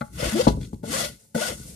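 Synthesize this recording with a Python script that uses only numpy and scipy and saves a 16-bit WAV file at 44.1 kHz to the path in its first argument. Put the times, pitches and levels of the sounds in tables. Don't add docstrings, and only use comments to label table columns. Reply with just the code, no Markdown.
import sys
import numpy as np
from scipy import signal
from scipy.fft import rfft, irfft, next_fast_len
from scipy.io import wavfile
from scipy.ndimage import uniform_filter1d

SR = 44100
rng = np.random.default_rng(int(sys.argv[2]) if len(sys.argv) > 2 else 0)


def volts_from_db(level):
    exponent = np.asarray(level, float) / 20
    return 10 ** exponent


def materialize(psi):
    bounded = np.clip(np.atleast_2d(psi).T, -1, 1)
    quanta = np.round(bounded * 32767).astype(np.int16)
    wavfile.write(sys.argv[1], SR, quanta)


N = 77175

# frequency in Hz, level in dB, t60 in seconds.
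STICK_MODES = [(136.4, 0.5, 0.042), (221.5, 4.5, 0.19), (349.2, -7.5, 0.12), (450, -3, 0.064),
               (520, 5, 0.045), (588.3, -0.5, 0.12), (685, -6.5, 0.1), (878, -3, 0.045), (1402, -2, 0.027),
               (1475, 6.5, 0.04), (1962, -4.5, 0.0716), (2201, -2.5, 0.03), (3027, -6, 0.063)]


def in_time(rows):
    s, *columns = np.transpose(rows)
    return [np.interp(np.arange(N) / SR, s, c) for c in columns]


def at_hz(points, hz):
    f, v = np.transpose(points)
    return np.interp(np.log(hz + 1), np.log(f + 1), v)


def rms_one(x):
    return x / np.sqrt(np.mean(x ** 2) + 1e-20)


def drift(rate_hz):
    r = np.exp(-2 * np.pi * rate_hz / SR)
    slow = signal.lfilter([1], [1, -2 * r, r * r], rng.standard_normal(N + SR))
    return rms_one(slow[SR:])


def colour(x, spectrum):
    gain = volts_from_db(at_hz(spectrum, np.fft.rfftfreq(N, 1 / SR)))
    return rms_one(irfft(rfft(x) * gain, N))


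def ring(force, modes):
    out = 0
    for k, (hz, db, t60) in enumerate(modes):
        r, w = volts_from_db(-60 / (t60 * SR)), 2 * np.pi * hz / SR
        mode = signal.lfilter([0, np.sin(w)], [1, -2 * r * np.cos(w), r * r], force + 1e-18)
        out = out + (-1) ** k * volts_from_db(db) * mode
    return out


def knocks(rows, modes):
    crack_s = 0.00427
    out, t = np.zeros(N + SR), np.arange(SR) / SR
    chance = rng.standard_normal((len(rows), len(modes)))
    noise = rng.standard_normal((len(rows), SR // 10))
    for (s, db, contact_ms, crack_db), own, rough in zip(rows, chance, noise):
        push = t * np.exp(-1000 * t / max(contact_ms, .03))
        struck = [(hz, level + 3 * c, t60) for (hz, level, t60), c in zip(modes, own)]
        sound = ring(push, struck)
        sound = sound / np.abs(sound).max()
        crack = np.diff(rough, prepend=0) * np.exp(-t[:len(rough)] / crack_s)
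        sound[:len(rough)] += volts_from_db(crack_db) * crack
        i = int(s * SR)
        out[i:i + SR] += volts_from_db(db) * sound
    return out[:N]


def filing():
    # time in seconds, level in dB.
    passes = [
        [(0, -63), (.014, -50.5), (.04, -59), (.1, -65)],
        [(.125, -59.5), (.16, -42), (.22, -32.5), (.262, -30.5), (.31, -35), (.385, -33.5), (.414, -28.5),
         (.43, -35.5)],
        [(.466, -40.5), (.482, -33), (.536, -50)],
        [(.606, -56), (.614, -47), (.645, -49.5), (.682, -61.5), (.728, -66), (.734, -60), (.76, -66)],
        [(.826, -76), (.833, -57), (.86, -43.5), (.882, -41), (.944, -31), (.978, -30), (1.05, -31),
         (1.075, -37.5), (1.126, -51.5), (1.174, -59.5)],
        [(1.341, -78), (1.349, -37.5), (1.41, -32), (1.486, -30.5), (1.534, -41.5), (1.564, -47.5)],
        [(1.62, -52.5), (1.685, -57), (1.75, -59)],
    ]
    # time in seconds, tooth rate in Hz, bite of the teeth in dB.
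    stroke_a = [(0.185, 498.2, -35), (.197, 567.5, -26.5), (0.213, 740.5, -36.5), (0.229, 495, -19),
                (0.248, 520, -32.5), (.27, 325.8, -28.5), (.3, 212.6, -52)]
    stroke_b = [(.322, 207, -30.5), (0.335, 223.6, -35), (0.354, 329.4, -16.5), (0.373, 356.3, -21),
                (.396, 494.3, -16), (0.406, 534, -22.5), (0.418, 536, -45), (0.44, 544, -50)]
    stroke_c = [(0.839, 205.2, -27), (.89, 226.9, -34), (.92, 328.8, -37.5), (.94, 510, -28.5),
                (0.967, 569.4, -31), (0.999, 698.6, -42.5), (1.041, 583.4, -29), (1.071, 450, -49),
                (1.106, 194.4, -47)]
    stroke_d = [(1.379, 431.3, -29.5), (1.4, 479.5, -40.5), (1.416, 605.6, -26), (1.425, 721, -32.5),
                (1.449, 760.8, -41), (1.466, 717, -38), (1.476, 627, -32), (1.501, 482.7, -37.5),
                (1.524, 234.4, -40)]
    catch = [
        (0, 4, 0, -8.5, -22),
        (-8, 2, 1.5, -30.5, -30),
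        (-9.5, 6.5, -11.5, -2.5, -9),
        (6, 3.5, 1.5, 0, -6),
    ]
    # frequency in Hz, level in dB, t60 in seconds.
    steel_modes = [(1482, 9, 0.055), (1951, -1, 0.061), (2228, 4.5, .025), (2500, -7.5, 0.055),
                   (3138, -5, 0.075), (3377, 4.5, 0.029), (3830, -7, 0.023), (4350, -10, .035),
                   (4810, -0.5, 0.042), (5170, 1, .03), (5790, -6.5, 0.0244), (6070, -12, 0.03),
                   (6870, -8.5, 0.0375)]
    fibres_per_s, fibre_spread_db = 7000, 1.9

    hiss_db, = in_time(sum(passes, []))
    press = volts_from_db(hiss_db + 1.8 * drift(21.5))
    strokes = (stroke_a, stroke_b, stroke_c, stroke_d)
    tone, catches = np.sum([teeth(s, *c) for s, c in zip(strokes, catch)], axis=0)
    catches = signal.lfilter(*signal.butter(1, 1300, "high", fs=SR), catches)
    torn = rng.random((2, N)) < fibres_per_s / SR
    fibres = torn * volts_from_db(fibre_spread_db * rng.exponential(1, (2, N))) * rng.choice([-1, 1], (2, N))

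    body = tone + volts_from_db(-16.5) * press * rms_one(catches)
    body = body + volts_from_db(-7.5) * ring(press * catches, STICK_MODES) / np.std(ring(catches, STICK_MODES))
    tearing = press * volts_from_db(0.99 * (hiss_db + 27.5)) * fibres[0]
    body = body + volts_from_db(-1.5) * ring(tearing, STICK_MODES) / np.std(ring(fibres[0], STICK_MODES))
    alike, apart = press * hiss(fibres, -34.0 - hiss_db) * volts_from_db(1.0)
    steel = volts_from_db(-5) * rms_one(ring(fibres, steel_modes)) + volts_from_db(-8.5) * rms_one(ring(catches, steel_modes))
    steel = steel * press * volts_from_db(0.2 * (hiss_db + 22.5))
    return body + alike + steel[0], apart + steel[1]


def teeth(stroke, octave_db, uneven_db, rung_db, direct_db, upper_db):
    multiples_db = [0, -7, -9.5, -12]
    before = (stroke[0][0] - .01, stroke[0][1], -80)
    after = (stroke[-1][0] + 0.0094, stroke[-1][1], -80)
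    rate, bite_db = in_time([before, *stroke, after])
    turns = np.cumsum(rate * (1 + .025 * drift(120))) / SR
    waves = []
    for k, db in ((1, 0.003), (2, octave_db)):
        level_db = bite_db + db + uneven_db * np.clip(drift(74), -3, 1)
        waves.append(volts_from_db(level_db) * np.sin(2 * np.pi * k * turns))
    tone, octave = waves
    sound = ring(300 / SR * (volts_from_db(rung_db) * tone + octave), STICK_MODES) + volts_from_db(direct_db) * tone
    upper = sum(volts_from_db(db) * np.sin(2 * np.pi * (k + 2) * turns) for k, db in enumerate(multiples_db))
    sound = sound + volts_from_db(bite_db + upper_db + uneven_db * drift(41)) * upper
    catches = (np.diff(np.floor(turns), prepend=0) - rate / SR) * (bite_db > -79)
    return sound, catches


def hiss(fibres, light_db):
    # frequency in Hz, level in dB per Hz.
    torn_wood = [(180, -67), (300, -18.5), (531, -8.5), (1130, -17), (1460, -16), (1670, -10), (9560, -13),
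                 (13900, -22.5), (14900, -54)]
    ripple_db, ripple_hz = 2.6, 38.8
    patchy_db, tilt_db = 2.5, 0.2041
    hz, spectrum = np.fft.rfftfreq(N, 1 / SR), rfft(colour(fibres, torn_wood), axis=1)
    width = int(ripple_hz * N / SR)
    ripple = uniform_filter1d(uniform_filter1d(rng.standard_normal(len(hz)), width), width)
    spectrum = spectrum * volts_from_db(ripple_db * rms_one(ripple))
    out = 0
    for k in range(7):
        band = np.clip(1 - np.abs(np.log2((hz + 1) / 250) - k), 0, 1)
        level_db = patchy_db * drift(4.23) + tilt_db * light_db * (k - 4.5)
        out = out + volts_from_db(level_db) * irfft(spectrum * band, N)
    return rms_one(out)


def landings():
    # start in seconds, peak level in dB, contact in ms, crack in dB.
    blows = [
        (.613, -70, 0.045, -9),
        (.831, -23.5, 0.48, -36),
        (.838, -25, 0.24, -34),
        (.847, -32, 0.22, -36),
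        (1.3462, -13.5, 0.26, -30),
        (1.351, -17, 0.083, -26),
        (1.358, -12, 0.297, -39),
        (1.364, -33.5, 0.248, -21),
    ]
    return knocks(blows, STICK_MODES)


def first_taps():
    # start in seconds, peak level in dB, contact in ms, crack in dB.
    blows = [
        (.0095, -20, 0.86, -41),
        (.0135, -17.5, 0.26, -48),
        (.018, -19, 0.25, -47.5),
        (.026, -25, 0.35, -32.5),
        (.041, -36, 0.4, -42),
        (.062, -42, 0.29, -38),
        (.08, -45, 0.12, -37),
    ]
    # frequency in Hz, level in dB, t60 in seconds.
    tapped_modes = [(157, 0.5, 0.037), (223, -5, 0.082), (573, 0, 0.088), (839, -3.5, 0.16),
                    (1150, 4.5, 0.052), (1415, 11, 0.046), (2076, 5, 0.039)]
    return knocks(blows, tapped_modes)


def grit():
    # start in seconds, peak level in dB, length in ms.
    skips = [
        (.0095, -40, 8.1),
        (.613, -47, 5),
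        (.63, -41, 4.3),
        (0.647, -47, 8.3),
        (0.7318, -57, 4),
        (.744, -61, 3.8),
        (0.832, -54, 14),
        (.477, -44, 6.2),
    ]
    # frequency in Hz, level in dB, t60 in seconds.
    grain_modes = [(2380, 5.5, .006), (3360, -0.5, 0.024), (4120, 7, 0.0092), (5050, -10.5, 0.0028),
                   (7300, -4.5, .008)]
    out, t = np.zeros(N), np.arange(N) / SR
    grains = rms_one(ring(rng.standard_normal(N) ** 3, grain_modes))
    for s, db, length_ms in skips:
        out += volts_from_db(db) * (t > s) * np.exp(-1000 * np.clip(t - s, 0, 1) / max(length_ms, 1))
    return out * grains


def bench_bumps():
    # start in seconds, peak level in dB, contact in ms.
    bumps = [(0.222, -20.5, 0.71), (.252, -17, 5.8), (0.272, -34, 0.72), (.4685, -1, 0.46),
             (0.4731, -5.5, 0.12), (.478, -20.5, 0.17), (.484, -9.5, 0.34), (0.489, -28.5, 0.22),
             (0.503, -16.5, 1), (.571, -23.5, 1.2), (0.581, -44, 1.2), (0.612, -29.5, 2.1),
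             (0.7295, -22.5, 1.4), (0.739, -36.5, 1.05), (0.75, -51, 0.26), (1.249, -56, 0.25),
             (1.597, -35, 1.8), (1.652, -40.5, 1.05)]
    # frequency in Hz, level in dB, t60 in seconds.
    bench_modes = [(58.6, -15, 0.2), (103, -15.5, 0.18), (146.7, -1, 0.046), (224.7, -2.5, 0.091),
                   (303.7, -4, 0.084), (422, -2.5, 0.064), (555, 0, 0.054), (686, 2, 0.028),
                   (842, 3, 0.056), (976, 3.5, 0.066), (1141, -1.5, 0.049), (1490, -0.5, 0.0083),
                   (2210, -5, 0.025)]
    crack_db = -51.5
    return knocks([(*b, crack_db) for b in bumps], bench_modes)


def bench_rumble():
    # time in seconds, level in dB.
    shake = [(0, -61), (.12, -48), (.16, -33.5), (.26, -36.5), (.42, -37.5), (.53, -26.5), (.6, -27.5),
             (.69, -44.5), (.95, -40.5), (1.12, -42.5), (1.19, -62.5), (1.33, -65), (1.5, -42.5),
             (1.6, -44.5), (1.75, -45.5)]
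    # frequency in Hz, level in dB per Hz.
    rumble_spectrum = [(18, -33.5), (55, 3), (82, -3), (150, 1.5), (524, -24), (700, -43), (910, -65),
                       (1540, -120)]
    shake_db, = in_time(shake)
    return volts_from_db(shake_db + 2.2 * drift(8.0)) * colour(rng.standard_normal(N), rumble_spectrum)


def brush():
    # time in seconds, level in dB.
    strokes = [(1.17, -79.5), (1.2, -62), (1.23, -58.5), (1.3, -67), (1.5, -75), (1.56, -52), (1.65, -51),
               (1.682, -43.5), (1.75, -51)]
    # frequency in Hz, level in dB per Hz.
    rustle = [(180, -30.5), (450, 6.5), (900, -10.5), (1250, -18), (1850, -9.5), (3380, -7.5), (8860, 3),
              (14000, -9)]
    level_db, = in_time(strokes)
    noise = np.array([colour(v, rustle) for v in rng.standard_normal((2, N))])
    return volts_from_db(level_db + 0.81 * drift(25)) * noise


def room_air():
    # frequency in Hz, level in dB per Hz.
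    air_spectrum = [(59, -24), (100, 9), (400, -14.5), (1210, -27.5), (3000, -24.5), (7930, -15),
                    (13700, -26.5), (14900, -42.5)]
    return volts_from_db(-69) * np.array([colour(v, air_spectrum) for v in rng.standard_normal((2, N))])


def ports(alike, apart):
    # frequency in Hz, difference in dB.
    left_db = [(40, 3), (150, 2), (350, 4), (700, 8), (1400, 6.5), (2800, 3), (5600, 5.5), (9500, -2.5),
               (13000, 3)]
    # frequency in Hz, lead in radians.
    lead = [(40, 0), (130, .1), (215, .4), (340, .8), (520, 1.4), (860, 2.2), (1200, 4.3), (1460, 6.6),
            (3400, 6.5), (14000, 7)]
    # frequency in Hz, coherence from 0 to 1.
    likeness = [(60, 0.49), (300, 0.63), (1400, 0.3), (8000, 0.033)]
    hz = np.fft.rfftfreq(N, 1 / SR)
    c, side = np.clip(at_hz(likeness, hz), 0, 1), np.array([[1], [-1]])
    both = np.sqrt((1 + c) / 2) * rfft(alike) + side * np.sqrt((1 - c) / 2) * rfft(apart)
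    level = volts_from_db(side * at_hz(left_db, hz) / 2)
    phase = np.exp(.5j * side * at_hz(lead, hz))
    return irfft(both * level * phase, N) * volts_from_db(1.0)


def workshop(x):
    t60_s, wall_cut_hz = 0.26, 18000
    size = next_fast_len(N + SR)
    hz, spectrum = np.fft.rfftfreq(size, 1 / SR), rfft(x, size)
    out = np.zeros((2, size // 2 + 1), complex)
    for k, lag in enumerate(rng.uniform(.009, .03, 12)):
        loop = volts_from_db(-60 * lag / t60_s) * np.exp(-2j * np.pi * hz * lag) / (1 + 1j * hz / wall_cut_hz)
        out[k % 2] += (-1) ** (k // 2) * loop / (1 - loop)
    return irfft(out * spectrum, size)[:, :N]


def scene():
    file, other = filing()
    near = file + landings() + bench_bumps() + first_taps() + grit()
    rumble = bench_rumble()
    air = room_air() + brush()
    return ports(near + rumble + air[0], other + air[1]) + volts_from_db(-23.5) * workshop(near)


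def roll_off(x):
    return signal.sosfilt(signal.butter(12, 15010, fs=SR, output="sos"), x)


def record(dry):
    limit = 1.25
    x = signal.sosfilt(signal.butter(4, 42, "high", fs=SR, output="sos"), dry)
    x = limit * np.tanh(x / limit)
    x = signal.sosfilt(signal.ellip(10, .5, 70, 14400, fs=SR, output="sos"), x)
    return roll_off(x)


dry = scene()
out = record(dry)
materialize(out)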